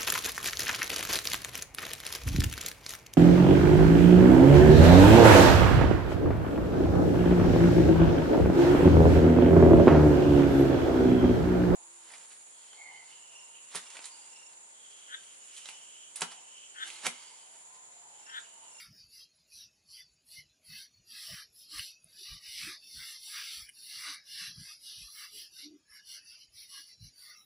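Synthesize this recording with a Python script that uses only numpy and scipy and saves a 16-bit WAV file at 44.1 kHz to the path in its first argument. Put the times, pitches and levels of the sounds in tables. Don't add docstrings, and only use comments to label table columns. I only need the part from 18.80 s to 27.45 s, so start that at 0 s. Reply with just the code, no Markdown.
import sys
import numpy as np
from scipy import signal
from scipy.fft import rfft, irfft, next_fast_len
from scipy.io import wavfile
from scipy.ndimage import map_coordinates

SR = 44100
rng = np.random.default_rng(int(sys.argv[2]) if len(sys.argv) > 2 else 0)


def convert_level_to_amplitude(level_db):
    exponent = np.asarray(level_db, float) / 20
    return 10 ** exponent


def store_pcm(level_fs):
    pcm = np.round(np.clip(level_fs, -1, 1) * 32767).astype(np.int16)
    wavfile.write(sys.argv[1], SR, np.atleast_2d(pcm).T)


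N = 381465

# [f/Hz, density/dB per Hz]
FAN_HISS = [(30, -104), (48, -76.5), (150, -78.5), (350, -85.5), (900, -92.5), (2000, -93), (4000, -91.5),
            (5900, -96), (6500, -82), (7000, -81), (7500, -101), (10500, -100), (12500, -113),
            (16000, -117)]
# [f/Hz, width/Hz, density/dB per Hz]
FAN_WHINE = [(636, 29, -85), (673, 5.3, -103), (2526, 162, -81)]

# [f/Hz, density/dB per Hz]
THUD_SPECTRUM = [(28, -28), (45, -3), (65, -8), (110, -6), (180, -8.5), (260, -20)]
# [f/Hz, width/Hz, level/dB]
GROAN_MODES = [(300, 8, 12), (376, 18.5, 4), (186, 31, -32)]
# [t/s, level/dB, hold/s]
THUD_PUSHES = [(.11, -49, 0.033), (.23, -51.5, 0.0076), (.87, -54, 0.012), (1.6, -49.5, 0.011),
               (1.92, -46.5, 0.04), (2.19, -48.5, 0.013), (2.53, -47.5, 0.027), (2.93, -48.5, 0.012),
               (3.01, -48, 0.014), (3.27, -50.5, 0.04), (3.54, -46.5, 0.05), (3.85, -47, 0.086),
               (4.19, -48, 0.043), (4.8, -48, 0.011), (5.3, -57.5, 0.026), (5.62, -51, 0.2),
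               (5.8, -45, 0.024), (6.23, -51.5, 0.068), (6.57, -55, 0.025), (6.75, -65, .02),
               (6.9, -58, 0.048), (7.09, -64, 0.011), (7.7, -55, .03), (8.25, -48.5, 0.065)]
# [t/s, level/dB, hold/s]
GROAN_PUSHES = [(.22, -70, .02), (.98, -62.5, 0.0042), (1.63, -64, 0.044), (1.92, -71, .02),
                (2.93, -62.5, 0.03), (3.42, -58.5, 0.014), (3.89, -54, 0.032), (5.295, -55.5, 0.0043),
                (6.23, -65.5, .04), (6.57, -63, .02), (6.64, -65, 0.011), (6.96, -56, 0.11)]
THUD_FADE_DB_PER_S, GROAN_FADE_DB_PER_S = 424, 406
THUD_DB, PANEL_REST_DB = -4, -73.5

# [t/s, peak level/dB, bright part/dB]
EDGE_TAPS = [
    (2.984, -27, -10),
    (2.993, -21.5, -16.5),
    (3.243, -54, 7),
    (4.887, -37, -27.5),
    (4.8909, -25.5, -13),
    (4.896, -25.5, -16),
    (5.283, -23, -31),
    (5.3437, -42, 2),
]
# [f/Hz, width/Hz, level/dB]
EDGE_DULL = [(1370, 390, -16), (2330, 1200, -12.5), (2950, 90, 1)]
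# [f/Hz, width/Hz, level/dB]
EDGE_BRIGHT_MODES = [(7540, 67, -9.5), (9800, 1200, -0.5)]

# [centre t/s, length/s, f/Hz, width/Hz,
# level/dB]
FELT_GRIPS = [(0.586, 0.034, 10950, 150, -70.5), (1.206, 0.025, 2067, 120, -56.5),
              (1.587, 0.028, 2090, 121, -53), (2.0, 0.059, 1580, 153, -62.5), (2.522, 0.034, 636, 110, -59),
              (2.774, 0.19, 2600, 87.7, -76), (3.002, 0.04, 70, 60, -64), (3.145, 0.13, 2560, 88, -56.5),
              (3.329, 0.072, 2360, 89, -72), (3.55, 0.097, 1202, 119, -60.5),
              (4.055, 0.065, 2620, 90.5, -57.5), (4.48, 0.025, 824, 110, -61),
              (5.303, 0.059, 698, 152.5, -59.5), (5.621, 0.077, 1775, 300, -54.5),
              (6.283, 0.05, 1200, 142, -63.5), (6.561, 0.045, 425, 70, -60),
              (6.869, 0.067, 300, 39.3, -56.5), (7.001, 0.02, 300, 40, -61), (7.498, 0.16, 2593, 123, -58),
              (7.161, 0.11, 1677, 120, -66), (7.953, 0.049, 1114, 151, -60.5),
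              (7.98, 0.044, 1650, 119, -59), (8.573, 0.05, 1240, 204, -64),
              (8.579, 0.06, 5550, 512.5, -58.5)]

# [f/Hz, density/dB per Hz]
FELT_FRICTION = [(320, -71), (600, -29), (1000, -14.5), (1190, -12.5), (2150, -3), (2400, -2), (2880, -3),
                 (3500, -4.5), (4320, -0.5), (5850, -2), (6400, -6),
                 (7200, -5.5), (8200, -10.5), (10400, -1.5), (11800, -10.5), (13000, -21.5), (13900, -28.5),
             (14300, -4.5), (15300, -4.5), (15700, -21.5)]
# [f/Hz, width/Hz, level/dB]
BOARD_MODES = [(1200, 123, 2), (1644, 84, -4.5), (2090, 20, -4), (2560, 14.7, 5.5), (3643, 80, -7),
               (4660, 98, -10.5), (11210, 66, -2)]
# [start t/s, length/s, scrub level/dB, swell/dB, drone re
# scrub/dB]
ERASER_STROKES = [(-0.123, 0.25, -48, -14, -10), (0.079, 0.24, -56.5, -3, -9.5),
                  (0.29, 0.2, -50, -1.5, -12), (0.677, 0.22, -50, 6, -13), (1.071, 0.19, -50, 6, -13.5),
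                  (1.452, 0.2, -50, 3, -17), (1.825, 0.27, -47, 5, -12), (2.255, 0.42, -44.5, 1, -11),
                  (2.713, 0.18, -52.5, 9, -35), (2.882, 0.28, -44.5, -7.5, -17),
                  (3.229, .389, -48.5, 21.5, -13.5), (3.584, 0.41, -43, 8, -11.5),
               (3.978, 0.44, -46.5, 13.5, -13), (4.373, 0.54, -43, -2, -12), (4.914, 0.49, -44, 12, -12),
               (5.432, .32, -43.5, 8, -12.5), (5.726, .28, -48, -1.5, -10), (5.99, 0.35, -46.5, -5.5, -14),
               (6.26, 0.28, -47.5, -1, -12.5), (6.496, .22, -46, -9.5, -12.5),
               (6.694, 0.2, -47.5, 11.5, -12.5),
                  (7.081, 0.15, -52.5, 8, -5), (7.233, 0.19, -45, 6.5, -11.5),
                  (7.418, 0.18, -51.5, 3.5, -9), (7.566, 0.12, -52, 2, -9), (7.701, 0.19, -49, 13.5, -11),
                  (7.875, 0.212, -46.5, -10, -14.5), (8.043, 0.13, -52, 4, -11),
                  (8.182, 0.14, -51, -0.1, -10), (8.314, 0.27, -52, 4.5, -6.5),
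                  (8.518, 0.19, -57.5, -19, -6)]
# [start t/s, length/s, scrub level/dB]
LIGHT_RETURNS = [(.5, 0.17, -64.5), (0.902, .13, -71), (1.266, .15, -68.5), (1.653, 0.13, -69),
                 (2.116, 0.11, -62), (6.937, 0.11, -69)]
RETURN_DRONE_DB = -41
# [t/s, brightness/dB]
FELT_TILT = [(0, -1.5), (.8, -7.5), (1.6, 0), (2, 1.5), (2.6, 0.5), (3, 2.5), (3.4, -4), (3.8, 1), (4.6, 3),
             (5.6, -6), (6.1, -5.5), (6.6, 5), (6.85, -16), (7.33, -1), (7.5, -9), (7.82, 5), (8.15, -10),
             (8.65, 9)]
# [t/s, level/dB, hold/s]
HAND_DIGS = [(.0, -62, 0.029), (1.97, -59.5, 0.03), (2.995, -51, 0.021), (3.83, -53, 0.022),
             (4.26, -51.5, 0.087), (4.57, -47, 0.033), (5.29, -42.5, 0.045), (5.62, -54, 0.038),
             (6.44, -55.5, 0.021), (7.98, -58.5, 0.037)]
DIG_FADE_DB_PER_S = 209

REGION_HZ = [0, 2400, 6700, 13900, 22000]
# [level/dB, power of hand speed, extra swell/dB, lead/s]
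REGION_VOICES = [(-0.5, 0.9, 7.5, 0.0079), (-2, 1.113, 1, .001), (-9, 1.58, 2.5, 0.013),
                 (-20.5, 2.8, 2, 0.011)]
REGION_FOLLOWS = [(.01, 0.81, 0.74), (.01, .6, 0.68), (.2, .1, 0.56), (.95, .03, .7)]
REGION_RAMPS_S = [.35, 0.34, 0.22, 0.23]
REGION_LINGER_DB = [-18.5, -12.5, -42, -44]
REGION_FLUTTER_DB = [1.78, 1.14, 1.57, 2.7]
LINGER_S, FLUTTER_PER_S = 0.05, 14


def unit(x):
    return x / np.sqrt(np.mean(x ** 2) + 1e-20)


def along(points, hz):
    f, v = np.transpose(points)
    return np.interp(np.log(hz + 1), np.log(f + 1), v)


def curves(rows):
    s, *cols = np.transpose(rows)
    return [np.interp(np.arange(N) / SR, s, c) for c in cols]


def filtered(x, response):
    m = next_fast_len(N + 8192)
    return irfft(rfft(x, m) * response(np.fft.rfftfreq(m, 1 / SR)), m)[:N]


def modes(table):
    def response(f):
        total = 0
        for k, (centre, width, db) in enumerate(table):
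            damping = 1j * f * width
            total = total + (-1) ** k * convert_level_to_amplitude(db) * damping / (centre * centre - f * f + damping)
        return total
    return response


def blur(field, steps, axis):
    kernel = np.exp(-abs(np.arange(-60, 61)) / max(steps, 0.1))
    kernel = np.expand_dims(kernel, 1 - axis)

    def smooth(v):
        return signal.fftconvolve(v, kernel, "same", axes=axis)
    return smooth(field) / smooth(np.ones_like(field))


def pushes(rows, fade_db_per_s):
    t = np.arange(0, N / SR + 0.002, 0.001)
    level = 0
    for s, db, hold_s in rows:
        outside_s = np.maximum(abs(t - s) - abs(hold_s) / 2, 0)
        level = level + convert_level_to_amplitude(db - fade_db_per_s * outside_s)
    return np.interp(np.arange(N) / SR, t, level)


def fan():
    def response(hz):
        whine = sum(convert_level_to_amplitude(db) * abs(modes([(c, w, 0)])(hz)) ** 2 for c, w, db in FAN_WHINE)
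        return (convert_level_to_amplitude(along(FAN_HISS, hz)) + whine) * np.sqrt(SR / 2)
    return filtered(rng.standard_normal(N), response)


def panel():
    spectrum = THUD_SPECTRUM + [(400, -120)]
    thud = unit(filtered(rng.standard_normal(N), lambda hz: convert_level_to_amplitude(along(spectrum, hz))))
    groan = filtered(rng.standard_normal(N), lambda hz: modes(GROAN_MODES)(hz) / (1 + (hz / 480) ** 8))
    thud_level = convert_level_to_amplitude(THUD_DB) * pushes(THUD_PUSHES, THUD_FADE_DB_PER_S) + convert_level_to_amplitude(PANEL_REST_DB)
    groan_level = pushes(GROAN_PUSHES, GROAN_FADE_DB_PER_S) + convert_level_to_amplitude(PANEL_REST_DB)
    return thud_level * thud + groan_level * unit(groan)


def taps():
    dull, bright = np.zeros(N + 400), np.zeros(N + 400)
    t = np.arange(200) / SR
    envelope = np.exp(-(t / 0.0011 - 1.1) ** 2)
    for s, db, bright_db in EDGE_TAPS:
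        scratch = convert_level_to_amplitude(db + 12) * rng.standard_normal((2, len(t))) * envelope
        start = round(s * SR)
        dull[start:][:len(t)] += scratch[0]
        bright[start:][:len(t)] += convert_level_to_amplitude(bright_db) * scratch[1]
    dull = filtered(dull[:N], lambda hz: modes(EDGE_DULL)(hz) / (1 + 1j * hz / 3500) ** 2)
    bright = filtered(bright[:N], lambda hz: modes(EDGE_BRIGHT_MODES)(hz) / (1 + (hz / 11800) ** 12))
    return dull + bright


def grips():
    sound = np.zeros(N + SR)
    t = np.arange(-SR // 4, SR // 4) / SR
    f = np.fft.rfftfreq(len(t), 1 / SR)
    for s, length_s, hz, width_hz, db in FELT_GRIPS:
        noise = rfft(rng.standard_normal(len(t)))
        sung = irfft(noise * modes([(hz, width_hz, 0)])(f) ** 2, len(t))
        sound[round(s * SR):][:len(t)] += convert_level_to_amplitude(db) * unit(sung) * np.exp(-(t / length_s) ** 2)
    return sound[SR // 4:][:N]


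def fibres(grit_db, patchy_db, patch_bins, patch_frames):
    grit = blur(rng.standard_normal((N, 1)), 4.1, axis=0)[:, 0]
    catches = rng.standard_normal(N) * convert_level_to_amplitude(grit_db * unit(grit))
    z = signal.stft(catches, nperseg=512, noverlap=384)[2]
    field = blur(rng.standard_normal(z.shape), patch_bins, axis=0)
    field = blur(field, patch_frames, axis=1)
    return signal.istft(z * convert_level_to_amplitude(patchy_db * unit(field)), nperseg=512, noverlap=384)[1][:N]


def strokes(level_db, power, swell_db, lead_s, lean_share, drone_share, ramp_s):
    t, energy = np.arange(N) / SR + lead_s, np.zeros(N)
    rows = ERASER_STROKES
    rows = rows + [(*row, 0, RETURN_DRONE_DB) for row in LIGHT_RETURNS]
    for s, length_s, db, lean_db, drone_db in rows:
        inside = slice(*np.searchsorted(t, [s, s + length_s]))
        way = (t[inside] - s) / length_s
        steadiness = length_s / ramp_s
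        speed = np.tanh(abs(np.sin(np.pi * way)) * steadiness) / np.tanh(steadiness)
        slope_db = (lean_share * lean_db + swell_db) * (way - 0.5)
        stroke_db = db + level_db + drone_share * drone_db + slope_db
        energy[inside] += (speed ** power * convert_level_to_amplitude(stroke_db)) ** 2
    return np.sqrt(energy)


def uneven(level, linger_db, flutter_db):
    keep = np.exp(-1 / (LINGER_S * SR))
    tail = signal.lfilter([1 - keep], [1, -keep], level ** 2)
    flutter = map_coordinates(rng.standard_normal(400), [np.arange(N) * FLUTTER_PER_S / SR])
    return np.sqrt(level ** 2 + convert_level_to_amplitude(linger_db) ** 2 * tail) * convert_level_to_amplitude(flutter_db * flutter)


def eraser():
    bright_db, = curves(FELT_TILT)
    dig = pushes(HAND_DIGS, DIG_FADE_DB_PER_S)
    rub = fibres(grit_db=0.5, patchy_db=3.0, patch_bins=0.43, patch_frames=11.6)
    whisper_db = [-74, -62.5, -71, -96.5]

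    def colour(hz):
        ringing = sum(abs(modes([mode])(hz)) for mode in BOARD_MODES)
        return convert_level_to_amplitude(along(FELT_FRICTION, hz)) * (1 + ringing)

    sound = 0
    for k, (lo, hi) in enumerate(zip(REGION_HZ, REGION_HZ[1:])):
        bright, dug, lean = REGION_FOLLOWS[k]
        region = filtered(rub, lambda hz: colour(hz) * (hz >= lo) * (hz < hi))
        stroke = strokes(*REGION_VOICES[k], lean, lo == 0, REGION_RAMPS_S[k])
        level = np.hypot(stroke, dug * dig) * convert_level_to_amplitude(bright * bright_db)
        level = uneven(level, REGION_LINGER_DB[k], REGION_FLUTTER_DB[k])
        sound = sound + (level + convert_level_to_amplitude(whisper_db[k])) * unit(region)
    return sound


def scene():
    sound = fan() + panel() + taps() + grips() + eraser()
    return np.array([sound, sound])


def suppressor(x, margin_db, soft_db, depth_db, listen, bins, frames):
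    hiss = signal.stft(fan(), nperseg=1024, noverlap=768)[2]
    learnt = np.mean(abs(hiss) ** 2, axis=1, keepdims=True)
    threshold = np.maximum(learnt, blur(learnt, 0.68, axis=0))
    z = signal.stft(x, nperseg=1024, noverlap=768)[2]
    power = abs(blur(blur(abs(z) ** 2, 0.83, axis=0), listen, axis=1))
    over_db = 10 * np.log10(power / threshold + 1e-9) - margin_db
    shut = 0.5 - 0.5 * np.tanh(over_db / soft_db)
    cut_db = depth_db * blur(blur(shut, bins, axis=0), frames, axis=1)
    return signal.istft(z * convert_level_to_amplitude(cut_db), nperseg=1024, noverlap=768)[1][:N]


def roll_off(x):
    return signal.sosfilt(signal.butter(12, 17000, fs=SR, output="sos"), x)


def record(dry):
    clean = suppressor(dry[0], margin_db=4.0, soft_db=3.0, depth_db=-31, listen=2.7, bins=0.67, frames=1.72)
    clean = filtered(clean, lambda hz: hz < 15700)
    return roll_off(np.array([clean, clean]))


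dry = scene()
out = record(dry)
store_pcm(out)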